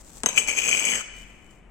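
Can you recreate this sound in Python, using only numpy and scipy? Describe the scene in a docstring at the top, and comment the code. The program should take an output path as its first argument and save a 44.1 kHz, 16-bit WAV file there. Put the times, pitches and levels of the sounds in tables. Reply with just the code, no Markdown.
"""Foam ball on a stand, pushed over a table

A foam ball on a clear stemmed stand is set down on a wooden table and pushed along it in a bare, echoing room.
The foot knocks three times (struck modes, crack, thud), then judders in tiny slips: noise bursts and chirps.
Fingers and sleeves brush the foam and its fabric flowers before and after, as swells of grainy noise.
Behind lies a faint room rumble of filtered noise. The stand is nearer the left of two microphones."""
import sys
import numpy as np
from scipy import signal
from scipy.fft import rfft, irfft
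from scipy.io import wavfile
from scipy.ndimage import uniform_filter1d

SR = 44100
rng = np.random.default_rng(int(sys.argv[2]) if len(sys.argv) > 2 else 0)


def dump(signal):
    """Clip the signal to [-1, 1] and save it as 16-bit WAV at the path in sys.argv[1]."""
    limited = np.clip(np.atleast_2d(signal).T, -1, 1)
    pcm = np.round(limited * 32767).astype(np.int16)
    wavfile.write(sys.argv[1], SR, pcm)


N = 74970
TIME = np.arange(N) / SR

# modes of the stand: (frequency [Hz], relative level [dB], t60 [s])
STAND_MODES = [(2390, -7.5, 0.019), (2460, -15.5, 0.012), (2996, -8, 0.073), (3320, -3.5, 0.02),
               (3832, -14, 0.09), (6325, 3, 0.029), (6700, -12, 0.066), (7640, -3.5, 0.011),
               (7990, -9.5, .04), (9280, -27.5, 0.024), (10700, -25, 0.036), (11390, -25.5, 0.035),
               (11800, -35, .03), (13700, -14.5, 0.009), (16100, -19, .014)]
# modes of the table top: (frequency [Hz], relative level [dB], t60 [s])
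TABLE_MODES = [(188, -12.5, 0.056), (230.5, -10, 0.044), (465, -8, .025), (872, -10.5, 0.05)]

SCRAPE_LIKENESS = 0.53   # how alike the two microphones hear scrape and crack, 1 = the same
SLIP_SPREAD_DB = 4   # spread of strength from slip to slip


def from_db(db):
    """Decibels to gain."""
    return 10 ** (np.asarray(db) / 20)


def rms_one(x):
    """Scale to rms 1."""
    return x / np.sqrt(np.mean(x ** 2) + 1e-20)


def at_hz(points, hz):
    """Read a table on a log-frequency axis."""
    f, value = np.transpose(points)
    return np.interp(np.log(np.maximum(hz, 1)), np.log(f), value)


def level_curve(rows):
    """Gain that follows (time [s], level [dB]) rows and is silent outside them."""
    return from_db(np.interp(TIME, *np.transpose(rows), left=-np.inf, right=-np.inf))


def fade(start, length):
    """Sudden onset and exponential decay, to 1/e after the length in seconds."""
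    return (TIME >= start) * np.exp(-np.maximum(TIME - start, 0) / length)


def swell(centre, half_length):
    """A smooth bell-shaped rise and fall."""
    return np.exp(-.5 * ((TIME - centre) / half_length) ** 2)


def noise(likeness):
    """Stereo white noise whose channels are partly alike."""
    mid, side = rng.standard_normal((2, N))
    c = np.clip(likeness, -1, 1)
    opposite = side * np.array([[1], [-1]])
    return (np.sqrt(1 + c) * mid + np.sqrt(1 - c) * opposite) / np.sqrt(2)


def colour(x, spectrum, share=1, keep_power=True):
    """Causal (minimum-phase) filter that follows a share of a dB spectrum."""
    gain = from_db(share * at_hz(spectrum, np.fft.rfftfreq(2 * N, 1 / SR)))
    cepstrum = irfft(np.log(rms_one(gain) if keep_power else gain))
    # folding the cepstrum onto positive time makes the phase minimal
    cepstrum[1:N] *= 2
    cepstrum[N + 1:] = 0
    return irfft(rfft(x, 2 * N) * np.exp(rfft(cepstrum)))[..., :N]


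def ring(x, hz, t60):
    """A two-pole resonance: a unit click sets a decaying sine of height about 1 ringing."""
    r = np.exp(-np.log(1000) / (t60 * SR))
    w = 2 * np.pi * hz / SR
    return signal.lfilter([.5, 0, -.5], [1, -2 * r * np.cos(w), r * r], x + 1e-18)


def resonate(drive, modes):
    """A drive rings each mode, scaled so that white noise of rms 1 gives the mode its listed level."""
    out = 0
    for hz, db, t60 in modes:
        noise_rms = np.sqrt(t60 * SR / (4 * np.log(1000)))
        out = out + from_db(db) * ring(drive, hz, t60) / noise_rms
    return out


def slide():
    """Stick and slip of the foot squeaks, scrapes and drives stand and table, and ends in a duller rasp."""
    # strength of the sliding friction: (time [s], level [dB])
    push_rows = [(0.26, -33), (0.285, -39), (0.358, -39.5), (0.379, -18), (0.40, -29), (0.462, -44.5),
                 (0.483, -24), (0.545, -35.5), (0.59, -24), (0.605, -29.5), (0.74, -25.5), (0.815, -29),
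                 (0.90, -27), (0.953, -28), (0.965, -31), (1.01, -35.5), (1.035, -59), (1.07, -59)]
    # the foot snags and jerks free: (time [s], level [dB], tilt [dB per octave])
    snag_rows = [(0.3613, -27.5, 14), (0.3756, -13.5, -10), (0.3823, -16, 9), (0.3928, -27, 17.5),
                 (0.6891, -24, 16.5), (0.7276, -17.5, -16), (0.7339, -25, 2), (0.7641, -36, -14),
                 (0.7953, -27, 21), (0.8509, -18.5, 7.5), (0.8861, -20, -9.5), (0.8976, -24, 11),
                 (0.9098, -31, 21), (0.9166, -20, -5), (0.9346, -20, -1), (0.9526, -20.5, 6)]
    # the sliding stand sounds weakly between its groups of modes: (frequency [Hz], gain [dB])
    radiation = [(1200, -4), (2300, 2), (3200, -4), (3650, -14), (4200, -17.5), (5700, -14.5), (6250, -4),
                 (8100, 4), (8500, -25.5), (9200, 9.5), (12000, -5), (15500, -4)]
    # dry scrape of foot on wood: (frequency [Hz], relative density [dB per Hz])
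    grit_spectrum = [(90, -26.5), (200, 2), (500, 3), (900, -2.5), (1200, -1), (2000, 4), (3100, 8),
                     (3700, -38), (4300, -2), (5200, 1.5), (7800, 4.5), (8500, -13.5), (10500, -16),
                     (16000, -21.5)]
    # how hard the foot drives the table top: (time [s], level [dB])
    drive_rows = [(0.28, -47.5), (0.38, -43), (0.45, -45.5), (0.64, -50.5), (0.675, -39), (0.77, -47.5),
                  (0.84, -35.5), (0.89, -45.5), (0.945, -37), (1.03, -51.5)]
    ring_db, squeak_db, grit_db = 1, -4.5, -5
    # a duller rasp as the foot slows
    stop_s, stop_width_s, stop_hz, stop_t60_s, stop_db = 0.94, 0.022, 1640, 0.0031, -35

    at = slip_times()
    push = level_curve(push_rows)

    noise_power = sum(from_db(2 * db) * t60 * SR / (4 * np.log(1000)) for _, db, t60 in STAND_MODES)
    rings = sum(from_db(db) * ring(push * friction(at), hz, t60) for hz, db, t60 in STAND_MODES)
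    stand = from_db(ring_db) * rings / np.sqrt(noise_power) + strike(snag_rows)
    stand = stand + from_db(squeak_db) * push * squeaks(at)

    # the dry scrape judders less than the ring
    scrape = from_db(grit_db) * colour(push * friction(at, steady=1), grit_spectrum)
    wood = scrape + resonate(level_curve(drive_rows) * friction(at), TABLE_MODES)

    rasp = ring(ring(friction(at), stop_hz, stop_t60_s), stop_hz, stop_t60_s / 2)
    rasp = from_db(stop_db) * rms_one(rasp) * swell(stop_s, stop_width_s)
    return colour(stand, radiation, keep_power=False) + wood + rasp


def slip_times(count=400):
    """Sample positions of the slips, which follow each other at uneven gaps."""
    median_gap_s, jitter = 1 / 160, .4
    gaps = np.exp(jitter * rng.standard_normal(count)) * median_gap_s
    at = (np.cumsum(gaps) * SR).astype(int)
    return at[at < N]


def friction(at, steady=.3):
    """Each slip is a burst of grit of its own strength, over steady rubbing; rms 1."""
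    slip_s = .0014   # decay to 1/e
    kicks = np.zeros(N)
    kicks[at] = from_db(SLIP_SPREAD_DB * np.clip(rng.standard_normal(len(at)), -2, 1.5))
    bursts = signal.lfilter([1], [1, -np.exp(-1 / (slip_s * SR))], kicks) + steady
    return rms_one(bursts * noise(SCRAPE_LIKENESS))


def squeaks(at, size=600):
    """Every slip starts a short chirp that rises as the foot grips again; rms 1."""
    # pitch around which the squeaks start, lowest as the foot slows: (time [s], frequency [Hz])
    pitch_rows = [(0.38, 2330), (0.47, 2280), (0.51, 2120), (0.59, 2336), (0.75, 2308), (0.91, 2116),
                  (0.96, 1680), (1.01, 1160)]
    rise_hz_per_s, peak_s, spread_hz = 54700, 0.002, 47
    out = np.zeros(N + size)
    t = np.arange(size) / SR
    draws = np.clip(rng.standard_normal((len(at), 2)), -2, 1.5)
    for start, (strength, detune) in zip(at, draws):
        hz = np.interp(start / SR, *np.transpose(pitch_rows)) + spread_hz * detune
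        turns = hz * t + rise_hz_per_s * t ** 2 / 2
        envelope = from_db(SLIP_SPREAD_DB * strength) * t * np.exp(-t / peak_s)
        out[start:start + size] += envelope * np.sin(2 * np.pi * turns)
    return rms_one(out[:N])


def strike(rows):
    """Blows of (time [s], level [dB], tilt [dB per octave]) ring the stand; tilt favours upper or lower modes."""
    build_up_t60_s = .003
    s, db, tilt = np.transpose(rows)
    middle_hz = np.sqrt(STAND_MODES[0][0] * STAND_MODES[8][0])
    out = np.zeros((2, N))
    for hz, mode_db, t60 in STAND_MODES:
        octaves = np.clip(np.log2(hz / middle_hz), -1, .5)
        scatter_db = rng.normal(0, 1.5, (len(s), 2))   # each blow differs a little at each microphone
        clicks = np.zeros((2, N))
        clicks[:, (s * SR).astype(int)] = from_db(db + mode_db + tilt * octaves + scatter_db.T)
        # taking away a brief ring softens the onset
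        out += ring(clicks, hz, t60) - ring(clicks, hz, build_up_t60_s)
    return out


def knocks():
    """The foot lands: a crack, the ring of the stand and a thud that rings the table top."""
    # landings: (time [s], ring [dB], ring tilt [dB per octave], crack [dB],
    #            table thud [dB], thud tilt [dB per octave])
    landings = [(0.2343, -29, -1, -11.5, -36.5, -1), (0.2598, -15, 11, -8.5, -31.5, 2),
                (0.2877, -22.5, 10, -29, -41.5, 4)]
    # crack of a knock: (frequency [Hz], relative density [dB per Hz])
    crack_spectrum = [(300, -24.5), (2000, 10), (3200, -5.5), (4200, -5.5), (6000, 1.5), (8100, 6.5),
                      (9000, 3), (12000, -53), (16000, -39.5)]
    # thud of the table top: (frequency [Hz], relative density [dB per Hz])
    thud_spectrum = [(70, -25.5), (200, 7), (450, 3), (1000, 1.5), (1600, -1.5), (3000, -5), (6000, -41.5),
                     (16000, -85.5)]
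    crack_s, table_knock_db = 0.00067, 1.5

    crack, thuds = 0, 0
    for s, _, _, crack_db, thud_db, thud_tilt in landings:
        crack = crack + from_db(crack_db) * (fade(s, crack_s) - fade(s, crack_s / 10))
        thuds = thuds + thud(s, thud_db, thud_tilt)
    crack = colour(crack * noise(SCRAPE_LIKENESS), crack_spectrum)
    wood = colour(thuds, thud_spectrum) + from_db(table_knock_db) * resonate(thuds, TABLE_MODES)
    return strike([row[:3] for row in landings]) + crack + wood


def thud(start, db, tilt):
    """A bending wave sweeps down in pitch, since its low end travels slower, and leaves a scattered rumble."""
    delay_s, ref_hz = .0042, 1000   # the delay at the reference frequency
    return_s, return_db, scatter_db, decay_s = .003, -4.5, 1.5, 0.0087
    hz = np.fft.rfftfreq(N, 1 / SR)
    sweep = np.exp(-2j * np.pi * (hz * start + 2 * delay_s * np.sqrt(ref_hz * hz)))
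    second_arrival = from_db(return_db) * np.exp(-2j * np.pi * hz * return_s)
    wave = irfft(sweep * (1 + second_arrival), N) * np.sqrt(decay_s * SR)
    wave = wave + from_db(scatter_db) * fade(start, decay_s) * noise(likeness=0.45)
    slope = [(ref_hz * 2 ** octave, db + tilt * octave) for octave in (-2, 2)]
    return colour(wave, slope, keep_power=False)


def brushes():
    """Soft, grainy hiss of skin and wool on the foam."""
    # strokes of fingers and sleeves: (time [s], half length [s], level [dB])
    strokes = [(0.0, 0.017, -50.5), (0.08, .03, -50.5), (0.172, .027, -46), (1.181, 0.034, -53.5),
               (1.287, 0.048, -61), (1.419, 0.046, -68), (1.518, 0.048, -63.5)]
    # hiss: (frequency [Hz], relative density [dB per Hz])
    hiss_spectrum = [(200, -1), (1200, -7.5), (2200, -15.5), (5000, -9), (8000, 1.5), (9500, -14),
                     (12000, -17.5), (16000, -19)]
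    grain_db = 3.5
    level = sum(from_db(db) * swell(s, half) for s, half, db in strokes)
    roughness = rms_one(uniform_filter1d(rng.standard_normal(N), size=90))   # averaged over about 2 ms
    grain = rms_one(from_db(grain_db * roughness))
    return colour(level * grain * noise(likeness=0.17), hiss_spectrum)


def room(x):
    """Diffuse echo of bare walls: noise dying band by band."""
    # decay time: (frequency [Hz], t60 [s])
    decay_times = [(150, 0.27), (600, 0.89), (2400, 1.47), (6300, 0.65), (9000, 0.34), (15000, 0.25)]
    # strength of the echo: (frequency [Hz], level [dB])
    echo_levels = [(150, -25), (600, -6), (2400, -10), (6300, -11), (9000, -7), (15000, -12)]
    delay_s = 0.0027
    hz = np.fft.rfftfreq(N, 1 / SR)
    edges = np.geomspace(100, 18000, 16)
    white, tail = rfft(noise(likeness=0.3)), 0
    for low, high in zip(edges, edges[1:]):
        centre = np.sqrt(low * high)
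        band = irfft(white * ((hz >= low) & (hz < high)), N)
        decay = fade(delay_s, at_hz(decay_times, centre) / np.log(1000))
        tail = tail + band * from_db(at_hz(echo_levels, centre)) * decay / np.linalg.norm(decay)
    return signal.fftconvolve(x, tail, axes=1)[:, :N]


def rumble():
    """Steady faint room rumble: coloured noise, much alike at both microphones."""
    # rumble: (frequency [Hz], relative density [dB per Hz])
    rumble_spectrum = [(20, -2.5), (30, -11), (41, 10.5), (52, -4), (100, -9.5), (200, -8), (450, -17),
                       (1000, -22), (2500, -28.5), (4500, -50.5), (8000, -42.5), (16000, -68.5)]
    return from_db(-51) * colour(noise(likeness=0.85), rumble_spectrum)


def lag_right(x):
    """The stand's sound reaches the right microphone later."""
    lag_s = 0.00015
    late = np.exp(-2j * np.pi * np.fft.rfftfreq(N, 1 / SR) * lag_s)
    return np.array([x[0], irfft(rfft(x[1]) * late, N)])


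def to_left(x, share):
    """Place a sound to the left by a share of the full level difference, split between the channels."""
    # the stand is nearer the left microphone: (frequency [Hz], left minus right [dB])
    left_lead = [(200, 5.5), (700, 11), (1500, 5.5), (2500, 12.5), (3200, 11.5), (5000, 1), (6500, 5),
                 (7500, 10.5), (8100, 3), (10500, 5), (12000, 10.5), (15500, 11)]
    left = colour(x[0], left_lead, share / 2, keep_power=False)
    right = colour(x[1], left_lead, -share / 2, keep_power=False)
    return np.array([left, right])


def scene():
    """Stand, hands, room echo and rumble, each placed between the microphones."""
    stand = slide() + knocks()
    hands = brushes()
    direct = to_left(lag_right(stand), share=0.95)
    echo = to_left(room(stand + hands), share=0.36)
    return direct + echo + to_left(hands + rumble(), share=0.86)


def record(dry):
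    """The top is cut steeply above 16 kHz."""
    low_pass = signal.ellip(10, .1, 80, 16000, fs=SR, output="sos")
    return signal.sosfilt(low_pass, dry)


dry = scene()
out = record(dry)
dump(out)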